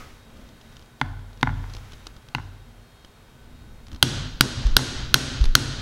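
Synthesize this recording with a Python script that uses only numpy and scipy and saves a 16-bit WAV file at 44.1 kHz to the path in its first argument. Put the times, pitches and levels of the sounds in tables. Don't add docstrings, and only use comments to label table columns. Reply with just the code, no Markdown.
import sys
import numpy as np
from scipy import signal
from scipy.fft import rfft, irfft
from scipy.io import wavfile
from scipy.ndimage import uniform_filter1d

SR = 44100
rng = np.random.default_rng(int(sys.argv[2]) if len(sys.argv) > 2 else 0)


def dump_mix(stems):
    frames = np.atleast_2d(stems).T
    limited = np.clip(frames, -1, 1)
    pcm = np.round(limited * 32767).astype(np.int16)
    wavfile.write(sys.argv[1], SR, pcm)


N = 256560
TIME = np.arange(N) / SR

# t/s, force on iron level/dB, wood knock level/dB, face ring level/dB, face ring f/Hz,
# push on bench level/dB, delay of first rebound t/s, rebound level/dB
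BLOWS = [(1.0141, -26, -7, -12.5, 3480, -32, 0.045, -34),
         (1.4298, -21.5, -4, -7.5, 3640, -26.5, 0.043, -10.5), (1.6402, -66, -31, -50, 3600, -42, .02, -50),
         (2.349, -19.5, -12.5, -4.5, 2760, -37, 0.034, -21.5),
         (4.027, 8.5, -3.5, 15.5, 3403, -30, 0.044, -38), (4.409, 11, -8, 13, 4700, -29.5, 0.029, -13),
         (4.7668, 13, -2, 1, 3870, -32, 0.024, -9), (5.1423, 12, -12, 8.5, 4245, -31.5, .015, -7.5),
         (5.5526, 12, -10.5, 15, 4270, -28, 0.022, -13)]
# f/Hz, level/dB, t60/s
WOOD_MODES = [(872, 4.5, 0.013), (988, 1.5, 0.014), (1460, 9, 0.0093), (1680, 5, 0.0073),
              (2040, -0.5, 0.016), (2350, -51, .008)]
# f/Hz, level/dB, t60/s
IRON_MODES = [(1473, 2.5, 0.0099), (2917, -11, 0.015), (3236, 2.5, 0.0065), (4043, 11.5, 0.0037),
              (4525, -5, 0.011), (4740, 2.5, 0.0047), (5150, -45, 0.014), (6422, 0.5, 0.0054),
              (8930, -3.5, 0.0067), (11315, 7, 0.0046)]
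# f/Hz, level/dB, t60/s
SHANK_MODES = [(4240, -38, 0.28), (5620, -33, 0.22), (8540, -40, 0.17), (11218, -44, .22)]
# f/Hz, level/dB, t60/s
BLOCK_MODES = [(128, -42, 0.12), (262.2, -29, 0.18), (369, -26.5, 0.053)]
# f/Hz, level/dB, t60/s
BENCH_MODES = [(140.3, 0, 0.15), (260, 2, 0.035), (448, -4, 0.017)]
# f/Hz, level/dB, t60/s
TABLE_MODES = [(41, 2, 1.7), (96.4, 5, 1.06), (77.3, -2, 0.68), (1330, -34, 3.5)]
# f/Hz, level/dB per Hz
LEATHER_SPECTRUM = [(100, 11), (500, -7.5), (1200, 1), (2200, -9.5), (3000, 1), (6300, -3), (7500, -11.5),
                    (11000, -6.5), (16000, -13)]
# t/s, number of slips, level/dB
SHIFTS = [(0.767, 1, -34.5), (1.411, 1, -31), (1.736, 3, -27), (1.92, 2, -33.5), (2.068, 1, -20.5),
          (2.164, 1, -35.5), (2.286, 1, -33), (3.047, 1, -33), (3.868, 2, -35), (3.916, 4, -32),
          (4.667, 1, -19.5), (5.412, 1, -24), (5.44, 2, -16.5)]
# t/s, level/dB, f/Hz
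BUMPS = [(4.651, -9, 43.3), (4.704, -12.5, 20.2), (5.407, -7.5, 47), (5.454, -8.5, 21.6)]
# middle t/s, half length t/s,
# rumble level/dB, sleeve level/dB, rustle level/dB
MOVES = [(0, 0.19, -44.5, -61, -51), (0.418, 0.14, -49, -50.5, -58.5), (0.704, 0.13, -53, -66, -58),
         (1.786, 0.38, -49, -79, -53), (3.612, .2, -47, -72, -70), (3.933, 0.028, -34.5, -58, -58),
         (5.2, 1, -33, -60, -80)]
# f/Hz, level/dB per Hz
RUMBLE_SPECTRUM = [(20, 4), (50, 6), (105, -1), (160, -10), (250, -9.5), (400, -22), (1500, -52),
                   (16000, -87)]
# f/Hz, level/dB per Hz
SLEEVE_SPECTRUM = [(20, -40), (150, 4), (230, 11), (400, -3), (600, -3), (1500, -42), (16000, -48)]
# f/Hz, level/dB per Hz
RUSTLE_SPECTRUM = [(20, -1), (400, 7), (1300, 7.5), (2400, 4), (4000, 0), (6500, -3), (8000, -9.5),
                   (16000, -14.5)]
# f/Hz, level/dB
ROOM_COLOUR = [(40, 16.5), (130, 2.5), (195, 5.5), (260, 8.5), (450, -2.5), (850, -16), (1200, -16.5),
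               (1480, -14.5), (1800, -17), (2300, -21.5), (3300, -16.5), (4200, -17), (5200, -19),
               (6600, -18), (7300, -23), (8500, -20), (11400, -24), (16000, -27)]
# f/Hz, t60/s
ROOM_T60 = [(100, 0.95), (300, 0.48), (1000, 0.87), (2000, 0.82), (4000, 0.85), (6500, 0.66), (9000, 0.47),
            (14000, 0.3)]
# f/Hz, level/dB per Hz
AIR_SPECTRUM = [(12, -35), (20, 8), (80, -4), (119, 1), (185, -11.5), (238, -5), (266, -13.5), (465, -11.5),
                (505, -14), (1450, -18.5), (1630, -20), (3350, -25), (15500, -37.5)]
# centre f/Hz, level/dB
HUM_TONES = [(236.9, -61.5), (1507, -69.5), (3235, -72), (3725, -73), (3801, -71), (4296, -74)]

CONTACT_HZ, FORCE_DB_PER_OCTAVE = 6840, 47
THUMP_DB, THUMP_DB_PER_DB = 18.5, 0.3451
THUMP_SAG_SHARE, THUMP_SAG_S = 0.37, 0.11
BOUNCE_CONTACT_HZ, BOUNCE_GAP_SHARE, BOUNCE_LOSS_DB, BOUNCE_THUMP_DB = 1770, 0.44, 9, -22
SLIP_GAP_S, SLIP_SHARP_HZ = 0.0145, 6100
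STRAY_TICKS_PER_S, STRAY_TICK_DB, SEATED_S = 14, -41, 2.3
AIR_DB = -50
EDGE_HZ = 16000


def mallet(push_db=4, push_s=0.0001, echo_s=0.01, echo_db=-30, knock_wet_db=1, steel_wet_db=-4,
           thump_wet_db=-9, face_wet_db=-3, crack_db=22, crack_s=0.00003, crack_wet_db=1.5,
           crunch_db=-9, crunch_s=0.0031):
    out = np.zeros(N)
    t = TIME[:SR * 3 // 4]
    brief = t[:SR // 25]
    spike = -amp(push_db) * (1 - t / push_s) * np.exp(-t / push_s)
    head = spike + ring(WOOD_MODES, t, rise=0.002)
    soft_head = soften(head, BOUNCE_CONTACT_HZ)
    crack = amp(crack_db) * thin(np.exp(-t[:SR // 100] / crack_s), hz=2210, order=1)
    iron = thin(ring(IRON_MODES, brief, rise=0.00042), hz=930)
    shank = ring(SHANK_MODES, t, rise=0.0003)
    block = ring(BLOCK_MODES, t, rise=0.00058)
    sagging_t = np.cumsum(1 - THUMP_SAG_SHARE * (1 - np.exp(-t / THUMP_SAG_S))) / SR
    bench = thin(ring(BENCH_MODES, sagging_t, rise=0.00027), hz=71.5)
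    boom = ring(TABLE_MODES, t, rise=0.041)
    grit = noise(LEATHER_SPECTRUM)
    for s, force_db, wood_db, face_db, face_hz, bench_db, rebound_s, rebound_db in BLOWS:
        contact_hz = CONTACT_HZ * 2 ** (force_db / FORCE_DB_PER_OCTAVE)

        steel = amp(force_db) * (shank + block)
        add(steel, 0, amp(force_db) * iron)
        crunch = grit[round(s * SR):][:len(brief)] * np.exp(-brief / crunch_s)
        add(steel, 0, amp(force_db + crunch_db) * crunch)
        steel = -soften(steel, contact_hz)

        face_ring = thin(ring([(face_hz, 0, 0.007)], t, rise=0.00071), hz=1280)
        face = -amp(face_db) * soften(face_ring, contact_hz)

        knock = amp(wood_db) * soften(head, contact_hz)
        knock = knock + amp(rebound_db) * rebounds(soft_head, rebound_s)

        thump = amp(bench_db + THUMP_DB + THUMP_DB_PER_DB * force_db) * bench
        thump = thump + amp(rebound_db + BOUNCE_THUMP_DB) * rebounds(bench, rebound_s)

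        blow = knock + face + steel + thump
        add(out, s, blow + amp(bench_db) * boom)
        add(out, s + echo_s, amp(echo_db) * blow)
        metal = thin(amp(steel_wet_db) * steel + amp(face_wet_db) * face, hz=347)
        add(out, s, room(amp(knock_wet_db) * knock + metal + amp(thump_wet_db) * thump))
        add(out, s, amp(force_db + crack_wet_db) * room(soften(crack, contact_hz)))
    return out


def rebounds(bounce, first_gap_s, count=3):
    out = np.zeros(len(bounce))
    s = 0
    for k in range(count):
        s += first_gap_s * BOUNCE_GAP_SHARE ** k
        add(out, s, amp(-BOUNCE_LOSS_DB * k) * bounce)
    return out


def leather(slip_s=0.0022, rise_s=0.00088, room_db=-8, uneven=0.14, scatter_db=2.5):
    out = np.zeros(N)
    t = TIME[:SR // 40]
    grit = soften(noise(LEATHER_SPECTRUM), SLIP_SHARP_HZ)
    envelope = np.exp(-t / slip_s) * (1 - np.exp(-t / rise_s))
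    slips = []
    for s, count, db in SHIFTS:
        for k in range(round(count)):
            jitter = uneven * min(k, 1) * rng.uniform(-1.35, 1)
            slips.append((s + SLIP_GAP_S * (k + jitter), db))
    strays = TIME[(rng.random(N) < STRAY_TICKS_PER_S / SR) & (TIME < SEATED_S)]
    slips += [(s, STRAY_TICK_DB + scatter_db * rng.standard_normal()) for s in strays]
    for s, db in slips:
        add(out, s, amp(db) * envelope * grit[round(s * SR):][:len(t)])
    return out + amp(room_db) * room(out)[:N]


def bumps(cycles=0.48):
    out = np.zeros(N)
    t = TIME[:SR // 2]
    for s, db, hz in BUMPS:
        age = t * hz / cycles
        add(out, s, amp(db) * age * np.exp(1 - age) * np.sin(2 * np.pi * hz * t))
    return out


def hands():
    out = np.zeros(N)
    spectra = [RUMBLE_SPECTRUM, SLEEVE_SPECTRUM, RUSTLE_SPECTRUM]
    sounds = np.array([noise(spectrum) for spectrum in spectra])
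    for s, half_s, *levels_db in MOVES:
        swell = np.exp(-((TIME - s) / half_s) ** 2)
        out += swell * (amp(levels_db) @ sounds)
    return out


def fading_clink(hz=1264, tone_db=-41, tone_t60=0.27, wash_db=-46, wash_t60=0.37):
    note = ring([(hz, tone_db, tone_t60)], TIME, rise=0.0028)
    wash = amp(wash_db - 60 * TIME / wash_t60) * noise(RUSTLE_SPECTRUM)
    return note + wash


def room(x, build=0.00048):
    hz, t, z = signal.stft(rng.standard_normal(SR), SR, nperseg=512)
    t60 = read(ROOM_T60, hz)[:, None]
    decay = amp(read(ROOM_COLOUR, hz)[:, None] - 60 * t / t60)
    even_energy = np.sqrt(2 * np.log(1000) / (t60 * SR))
    tail = signal.istft(z * decay * even_energy, SR, nperseg=512)[1][:SR]
    return signal.fftconvolve(x, tail * (1 - np.exp(-(TIME[:SR] / build) ** 2)))


def workshop(waver_hz=9, waver_db=3, hum_db=-2):
    out = amp(AIR_DB) * thin(noise(AIR_SPECTRUM), hz=38.6, order=3)
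    for hz, db in HUM_TONES:
        turns = np.cumsum(hz + waver_hz * wander(size=1500)) / SR
        level = amp(db + hum_db + waver_db * wander(size=6000))
        out += level * np.sqrt(2) * np.sin(2 * np.pi * turns)
    return out


def ring(modes, t, rise):
    total = sum(amp(db - 60 * t / t60) * np.sin(2 * np.pi * hz * t) for hz, db, t60 in modes)
    return total * (1 - np.exp(-t / rise))


def noise(spectrum):
    gain = amp(read(spectrum, np.fft.rfftfreq(N, 1 / SR)))
    return evened(irfft(rfft(rng.standard_normal(N)) * gain, N))


def soften(x, hz):
    sos = signal.butter(2, min(hz, SR / 2 - 1000), fs=SR, output="sos")
    return signal.sosfilt(sos, x)


def thin(x, hz, order=2):
    return signal.sosfilt(signal.butter(order, hz, "high", fs=SR, output="sos"), x)


def wander(size):
    return evened(uniform_filter1d(rng.standard_normal(N), size))


def evened(x):
    return x / np.sqrt(np.mean(x ** 2) + 1e-20)


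def amp(db):
    return 10 ** (np.asarray(db) / 20)


def read(points, hz):
    f, value = np.transpose(points)
    return np.interp(np.log(hz + 1), np.log(f + 1), value)


def add(mix, s, sound):
    part = mix[max(round(s * SR), 0):][:len(sound)]
    part += sound[:len(part)]


def scene():
    mono = mallet() + leather() + bumps() + hands() + fading_clink() + workshop()
    return np.array([mono, mono])


def record(dry, threshold_db=3, depth=0.82, recover_db_per_s=65, attack_s=0.0019, side_db=-30):
    over_db = np.maximum(20 * np.log10(abs(dry[0]) + 1e-9) - threshold_db, 0)
    fall = TIME * recover_db_per_s
    held_db = np.maximum.accumulate(over_db + fall) - fall
    keep = np.exp(-1 / (attack_s * SR))
    smooth_db = signal.lfilter([1 - keep], [1, -keep], held_db)
    ducked = dry * amp(-depth * smooth_db)
    skew = signal.hilbert(thin(ducked[0], hz=193, order=1)).imag
    stereo = ducked + amp(side_db) * np.array([[1], [-1]]) * skew
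    clipped = np.clip(stereo, -1, 1)
    lowpass = signal.firwin(255, EDGE_HZ, window=("kaiser", 7), fs=SR)
    return signal.oaconvolve(clipped, lowpass[None], "same", axes=1)


dry = scene()
out = record(dry)
dump_mix(out)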